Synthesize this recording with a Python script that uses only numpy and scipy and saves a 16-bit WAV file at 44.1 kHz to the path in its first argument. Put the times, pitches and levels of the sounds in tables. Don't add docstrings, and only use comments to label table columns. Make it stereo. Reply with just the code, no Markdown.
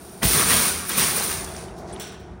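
import sys
import numpy as np
from scipy import signal
from scipy.fft import rfft, irfft, next_fast_len
from scipy.io import wavfile

SR = 44100
rng = np.random.default_rng(int(sys.argv[2]) if len(sys.argv) > 2 else 0)


def wrap_up_sound(samples):
    columns = np.atleast_2d(samples).T
    tamed = np.clip(columns, -1, 1)
    steps = np.round(tamed * 32767).astype(np.int16)
    wavfile.write(sys.argv[1], SR, steps)


N = 105840
T = np.arange(N) / SR

# time in s, then relative levels in dB of frame bars, basket wires, finest treble.
SHAKE = [(0.0, -53.5, -53.5, -53), (0.21, -59.5, -53, -53), (0.222, -31, -46, -45),
         (0.232, -24.5, -30, -31), (0.254, -43, -26, -21), (0.27, -36, -26, -23), (0.412, -23, -25, -24),
         (0.456, -28.5, -27, -29), (0.51, -21.5, -24, -22.5), (0.694, -29.5, -28.5, -28),
         (0.846, -38, -41, -45.5), (0.884, -41.5, -40, -33), (0.896, -33, -32, -23),
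         (0.906, -31, -32.5, -43), (0.966, -31.5, -33, -32), (0.982, -25, -25.5, -19),
         (1.026, -25.5, -25, -27), (1.156, -32.5, -32.5, -30.5), (1.166, -31.5, -30.5, -24),
         (1.178, -28, -29.5, -28), (1.21, -29, -32, -34), (1.248, -31.5, -32, -27.5),
         (1.264, -33, -33, -31), (1.314, -32, -32, -30.5), (1.384, -36.5, -36, -39.5),
         (1.472, -40, -44.5, -49), (1.618, -45, -46.5, -55), (1.754, -56.5, -60, -80),
         (1.786, -69, -51.5, -58), (1.856, -68, -59.5, -80), (1.884, -53, -51, -70),
         (1.95, -45.5, -54, -77)]
# start in s, clang level in dB, thud level in dB.
BLOWS = [(0.222, -33, -46), (0.2306, -15.5, -10), (0.251, -28.5, -33), (0.332, -16, -36),
         (0.499, -18.5, -45), (0.521, -19, -19.5), (0.544, -20, -24.5), (0.907, -23, -48),
         (0.978, -19.5, -32), (0.997, -18, -32)]
# frequency in Hz, relative density in dB per Hz.
RUMBLE = [(20, -39), (36, -26), (52, -3), (80, 2.5), (120, -9.5), (200, -9.5), (400, -76), (2000, -68)]


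def amp(db):
    return 10 ** (np.asarray(db) / 20)


def evened(x):
    return x / np.sqrt(np.mean(x ** 2) + 1e-20)


def read(points, hz):
    f, value = np.transpose(points)
    return np.interp(np.log(hz + 1), np.log(f + 1), value)


def curve(table, axis):
    rows = np.array(table)
    return np.interp(T, rows[:, 0], rows[:, axis])


def add(mix, start_s, sound):
    part = mix[:, round(start_s * SR):][:, :sound.shape[1]]
    part += sound[:, :part.shape[1]]


def filtered(x, gain):
    size = next_fast_len(2 * x.shape[-1])
    spectrum = rfft(x, size) * gain(np.fft.rfftfreq(size, 1 / SR))
    return irfft(spectrum, size)[..., :x.shape[-1]]


def coloured(x, points):
    return evened(filtered(x, lambda hz: amp(read(points, hz))))


def resonant(x, centre_hz, width_hz):
    return evened(filtered(x, lambda hz: 1 / (1 + ((hz - centre_hz) / width_hz) ** 4)))


def noise(length):
    return rng.standard_normal((2, length))


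def ring(modes):
    t, out = T[:SR // 2], 0
    for hz, db, t60_s in modes:
        decay = amp(db - 60 * t / np.clip(t60_s, .02, .9))
        out = out + decay * np.sin(2 * np.pi * (hz * t + rng.random((2, 1))))
    return out


def mesh(t60_s, spread_db, count):
    size = SR // 2
    lines = np.zeros((2, size // 2 + 1), complex)
    bins = rng.integers(50, 8000, count)
    strength = amp(spread_db * rng.standard_normal(count).clip(-2, 2))
    lines[:, bins] = strength * np.exp(2j * np.pi * rng.random((2, count)))
    return evened(irfft(lines, size)) * amp(-60 * T[:size] / t60_s)


def shake_gain(axis):
    settle_db_per_s = 39.5
    return amp(curve(SHAKE, axis) - settle_db_per_s * np.maximum(T - SHAKE[-1][0], 0))


def paired(x):
    likeness = [(100, 0.93), (220, 0.87), (450, 0.39), (800, -0.28), (1200, -0.073), (2200, 0.13),
                (3000, -0.08), (4000, 0.041), (10000, 0.044), (10900, -1.083), (12300, -1.24),
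                (13200, 0.93), (16000, 0.79)]
    mid = filtered(x[0], lambda hz: np.sqrt((1 + read(likeness, hz).clip(-1, 1)) / 2))
    side = filtered(x[1], lambda hz: np.sqrt((1 - read(likeness, hz).clip(-1, 1)) / 2))
    return np.array([mid + side, mid - side])


def air(level_db=-47):
    # frequency in Hz, relative density in dB per Hz.
    air_spectrum = [(20, -20), (60, 8.5), (350, 3.5), (800, -9.5), (1500, -6), (3000, -29), (6000, -43),
                    (10000, -68), (16000, -60)]
    return amp(level_db) * coloured(noise(N), air_spectrum)


def wheels(drone_db=0, rumble_db=-1, rumble_top_db=-32):
    # time in s, drone level in dB, rumble level in dB (before cap and trim).
    roll = [(0.0, -43, -60), (0.15, -42.5, -65), (0.21, -44, -48), (0.23, -22, -33), (0.28, -29.5, -27),
            (0.33, -31.5, -40), (0.35, -26, -30), (0.47, -37, -39), (0.54, -31, -42), (0.63, -41, -45),
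            (0.65, -33.5, -44), (0.81, -43, -42), (1.0, -36, -45), (1.56, -36.5, -40), (1.93, -35.5, -46),
            (2.27, -43.5, -42), (2.28, -41, -43.5), (2.4, -43.5, -38)]
    # frequency in Hz, relative density in dB per Hz.
    drone_spectrum = [(100, -6), (190, 4), (270, -12), (365, 5), (440, 0.5), (530, -8.5), (670, 2.5),
                      (850, -2.5), (1100, -8.5), (2000, -20), (5000, -51), (16000, -65)]
    drone = amp(curve(roll, axis=1) + drone_db) * coloured(noise(N), drone_spectrum)
    rumble_level_db = np.minimum(curve(roll, axis=2), rumble_top_db) + rumble_db
    return drone + amp(rumble_level_db) * coloured(noise(N), RUMBLE)


def hum(level_db=-41.5, upper_db=-3, peak_s=1.897, swell_s=.12):
    lower = resonant(noise(N), centre_hz=360, width_hz=54)
    upper = resonant(noise(N), centre_hz=710, width_hz=150)
    swell = 1 / (1 + ((T - peak_s) / swell_s) ** 2)
    return amp(level_db) * swell * (lower + amp(upper_db) * upper)


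def finger(width_hz=950, slip_db=-35.5, bump_db=-33):
    start_s, length_s, from_hz, to_hz = 1.922, 0.03, 8000, 10500
    out, u = np.zeros((2, N)), np.linspace(0, 1, round(length_s * SR))
    carrier = np.exp(2j * np.pi * np.cumsum(from_hz + (to_hz - from_hz) * u) / SR)
    a, b = filtered(noise(len(u)), lambda hz: 1 / (1 + (hz / width_hz) ** 4))
    hiss = evened(((a + 1j * b) * carrier).real)
    bump = coloured(noise(len(u))[0], RUMBLE)
    slip = (amp(slip_db) * hiss + amp(bump_db) * bump) * np.sin(np.pi * u)
    add(out, start_s, np.array([[0], [1]]) * slip)
    return out


def chain(modes_db=-7, lean_db=8, lean_below_hz=7000):
    # start in s, level in dB.
    clinks = [(1.778, -59), (1.998, -31.5), (2.017, -35), (2.068, -43.5), (2.119, -47.5), (2.197, -54)]
    # frequency in Hz, level in dB, t60 in s.
    link_modes = [(1480, -7, 0.74), (3391, 0, 0.32), (4290, -12, .4), (5500, -12, .22), (5900, -10, .22),
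                  (7130, -1.5, 0.23), (8565, -12, 0.24), (9400, 0, 0.17), (13460, -7, 0.092)]
    # frequency in Hz, relative density in dB per Hz.
    chain_spectrum = [(600, -27), (1500, 3), (2700, 1.5), (3400, 5.5), (4400, 2), (5000, -7), (5450, 10),
                      (6100, 6), (6700, -10), (7500, 1.5), (9500, 0.5), (12000, -12), (14000, -13),
                      (15500, 2)]
    # frequency in Hz, t60 in s.
    chain_t60 = [(1000, 1), (4000, 0.62), (9000, 0.29), (15000, 0.17)]
    out = np.zeros((2, N))
    for start_s, db in clinks:
        steady = coloured(mesh(t60_s=64, spread_db=0, count=1200), chain_spectrum)
        hz, t, z = signal.stft(steady, SR, nperseg=256)
        z = z * amp(-60 * t / read(chain_t60, hz)[:, None])
        tail = signal.istft(z, SR, nperseg=256)[1][:, :SR // 2]
        add(out, start_s, amp(db) * (tail + amp(modes_db) * ring(link_modes)))
    right_cut_db = np.array([[0], [-lean_db]])
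    return filtered(paired(out), lambda hz: amp(right_cut_db / (1 + (hz / lean_below_hz) ** 8)))


def ticks(ring_db=-22, hold_s=0.0015, t60_s=0.011, width_octaves=0.45):
    # start in s, level in dB, centre in Hz, left minus right in dB.
    snaps = [(0.093, -34, 3200, 0), (0.8943, -14, 13100, -2), (1.1645, -23, 14700, -3),
             (1.4445, -21, 8450, 8), (1.4482, -23, 5030, 17), (1.4889, -31, 9000, -3),
             (1.5218, -35, 9000, -3), (1.5653, -26.5, 6340, 17.5), (1.8755, -41, 6000, 2),
             (1.914, -37, 4000, -15), (1.9622, -24.5, 3130, 8), (1.98, -40, 4440, 4)]
    out, t = np.zeros((2, N)), T[:SR // 2]
    for start_s, db, centre_hz, lean_db in snaps:
        snap = noise(len(t)) * amp(-60 * np.maximum(t - hold_s, 0) / t60_s)
        snap = snap + amp(ring_db) * mesh(t60_s=0.1, spread_db=3.5, count=300)
        snap = filtered(snap, lambda hz: 1 / (1 + (np.log2((hz + 1) / centre_hz) / width_octaves) ** 2) ** 1.65)
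        add(out, start_s, amp(db + np.array([[lean_db], [-lean_db]]) / 2) * snap)
    return out


def thuds(rise_s=0.0061):
    # frequency in Hz, level in dB, t60 in s.
    chassis_modes = [(56, -10.5, 0.38), (97, -5.5, 0.14), (139.2, -4.5, .12), (187, -2.5, 0.096),
                     (284, -8, 0.054)]
    out, t = np.zeros((2, N)), T[:SR // 2]
    jolt = sum(amp(db - 60 * t / t60_s) * np.sin(2 * np.pi * hz * t) for hz, db, t60_s in chassis_modes)
    jolt = jolt * (1 - np.exp(-t / rise_s))
    for start_s, _, db in BLOWS:
        add(out, start_s, -amp(db) * np.array([jolt, jolt]))
    return out


def clangs(crack_t60_s=0.041, ring_db=-6):
    # frequency in Hz, relative density in dB per Hz.
    clang_spectrum = [(100, -37), (200, 5), (600, -5), (1900, 5.5), (3500, 4.5), (8000, -8), (16000, 1.5)]
    out, t = np.zeros((2, N)), T[:SR // 2]
    for start_s, db, _ in BLOWS:
        crack = coloured(noise(len(t)), clang_spectrum) * amp(-60 * t / crack_t60_s)
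        tail = mesh(t60_s=0.63, spread_db=4, count=2000)
        tail = filtered(tail, lambda hz: amp(read(clang_spectrum, hz)))
        add(out, start_s, amp(db) * (crack + amp(ring_db) * tail))
    return out


def bar_rings(t60_s=.12, split_hz=45):
    # start in s, frequency in Hz, level in dB.
    struck_bars = [(0.222, 1930, -25), (0.355, 1130, -27), (0.392, 1160, -25), (0.418, 1180, -25)]
    out = np.zeros((2, N))
    for start_s, hz, db in struck_bars:
        add(out, start_s, ring([(hz, db, t60_s), (hz - split_hz, db - 4, t60_s)]))
    return out


def knocks(count=48, level_db=-4.5, knocks_per_s=300, spread_db=5, t60_s=0.061):
    low_hz, high_hz = 754.4, 4202
    out, t = np.zeros((2, N)), T[:SR // 8]
    for hz in np.geomspace(low_hz, high_hz, count):
        sizes = amp(spread_db * np.minimum(rng.exponential(1, N), 3))
        hits = sizes * (rng.random(N) < knocks_per_s / count / SR)
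        ping = amp(-60 * t / t60_s) * np.sin(2 * np.pi * (hz * t + rng.random((2, 1))))
        out += signal.oaconvolve(hits[None], ping, axes=1)[:, :N]
    return shake_gain(axis=1) * amp(level_db) * evened(out)


def rattle(snap_t60_s=0.0073, mesh_db=0, basket_db=-13, bars_db=0.0, wires_db=3, fizz_db=1, shudder_db=-21.5):
    # frequency in Hz, level in dB, t60 in s.
    basket_modes = [(1112, 2, 0.087), (1266, 2, 0.062), (1492, -2.5, .2), (1830, -7, .2), (2232, 0.5, 0.18),
                    (8770, -3, .2), (8911, -5, .2), (8940, -9, .2), (9020, -4, .2), (9542, 8, .2),
                    (13800, 3, .2), (13600, -1, .2)]
    # frequency in Hz, relative dB per Hz.
    bar_spectrum = [(60, -3), (130, 1.5), (200, 4.5), (300, -3), (520, 0.5), (800, -3), (1100, 5),
                    (1800, -0.5), (2400, -0.5), (3200, -13), (5000, -40.5), (16000, -59.5)]
    wire_spectrum = [(500, -22.5), (1800, -13.5), (3100, -2.5), (4500, 1), (6000, 0), (7500, -2.5),
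                     (9000, -5.5), (10300, -5.5), (12000, -30.5), (16000, -22)]
    fizz_spectrum = [(3000, -57), (8000, -16.5), (10500, -1), (12000, 0), (14000, 1), (16000, 0)]
    panels, contacts_per_s, spread_db = 4, 520, 3
    chatter, t = 0, T[:SR // 2]
    for _ in range(panels):
        sizes = amp(spread_db * np.minimum(rng.exponential(1, N), 4)) * rng.choice([-1, 1], N)
        contacts = sizes * (rng.random(N) < contacts_per_s / SR)
        body = evened(noise(len(t)) * amp(-60 * t / snap_t60_s))
        body = body + amp(mesh_db) * evened(mesh(t60_s=0.47, spread_db=3, count=2000))
        body = body + amp(basket_db) * evened(ring(basket_modes))
        chatter = chatter + irfft(rfft(contacts) * rfft(body, N), N)
    bars = amp(bars_db) * coloured(chatter, bar_spectrum)
    shudder = amp(shudder_db) * resonant(chatter, centre_hz=192, width_hz=67)
    wires = amp(wires_db) * coloured(chatter, wire_spectrum)
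    fizz = amp(fizz_db) * coloured(chatter, fizz_spectrum)
    return shake_gain(1) * (bars + shudder) + shake_gain(2) * wires + shake_gain(3) * fizz


def placed(x, port_hz=9170, port_width_hz=1260, port_db=11.5):
    # frequency in Hz, left minus right in dB.
    lean = [(200, -0.5), (600, 1.5), (1100, 3.5), (2200, -0.5), (3500, 2), (5800, 5), (7500, 0),
            (10500, 0.5)]
    x = filtered(x, lambda hz: amp(np.array([[.5], [-.5]]) * read(lean, hz)))
    cupped = filtered(x[1], lambda hz: amp(port_db * np.exp(-((hz - port_hz) / port_width_hz) ** 2)))
    cover = np.interp(T, [1.6, 1.8], [1, 0])
    return np.array([x[0], x[1] + cover * (cupped - x[1])])


def scene():
    background = paired(wheels() + hum() + air())
    cart = placed(paired(rattle() + knocks() + bar_rings() + clangs())) + thuds()
    return background + finger() + chain() + ticks() + cart


def record(dry, peak_limit=.92, bass_cut_hz=40, edge_hz=15850):
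    dry = dry / (1 + (dry / peak_limit) ** 6) ** (1 / 6)
    bass_cut = signal.butter(N=4, Wn=bass_cut_hz, btype="high", fs=SR, output="sos")
    dry = signal.sosfilt(bass_cut, dry)
    band_limit = signal.firwin(511, edge_hz, window=("kaiser", 9), fs=SR)
    return signal.oaconvolve(dry, band_limit[None], "same")


dry = scene()
out = record(dry)
wrap_up_sound(out)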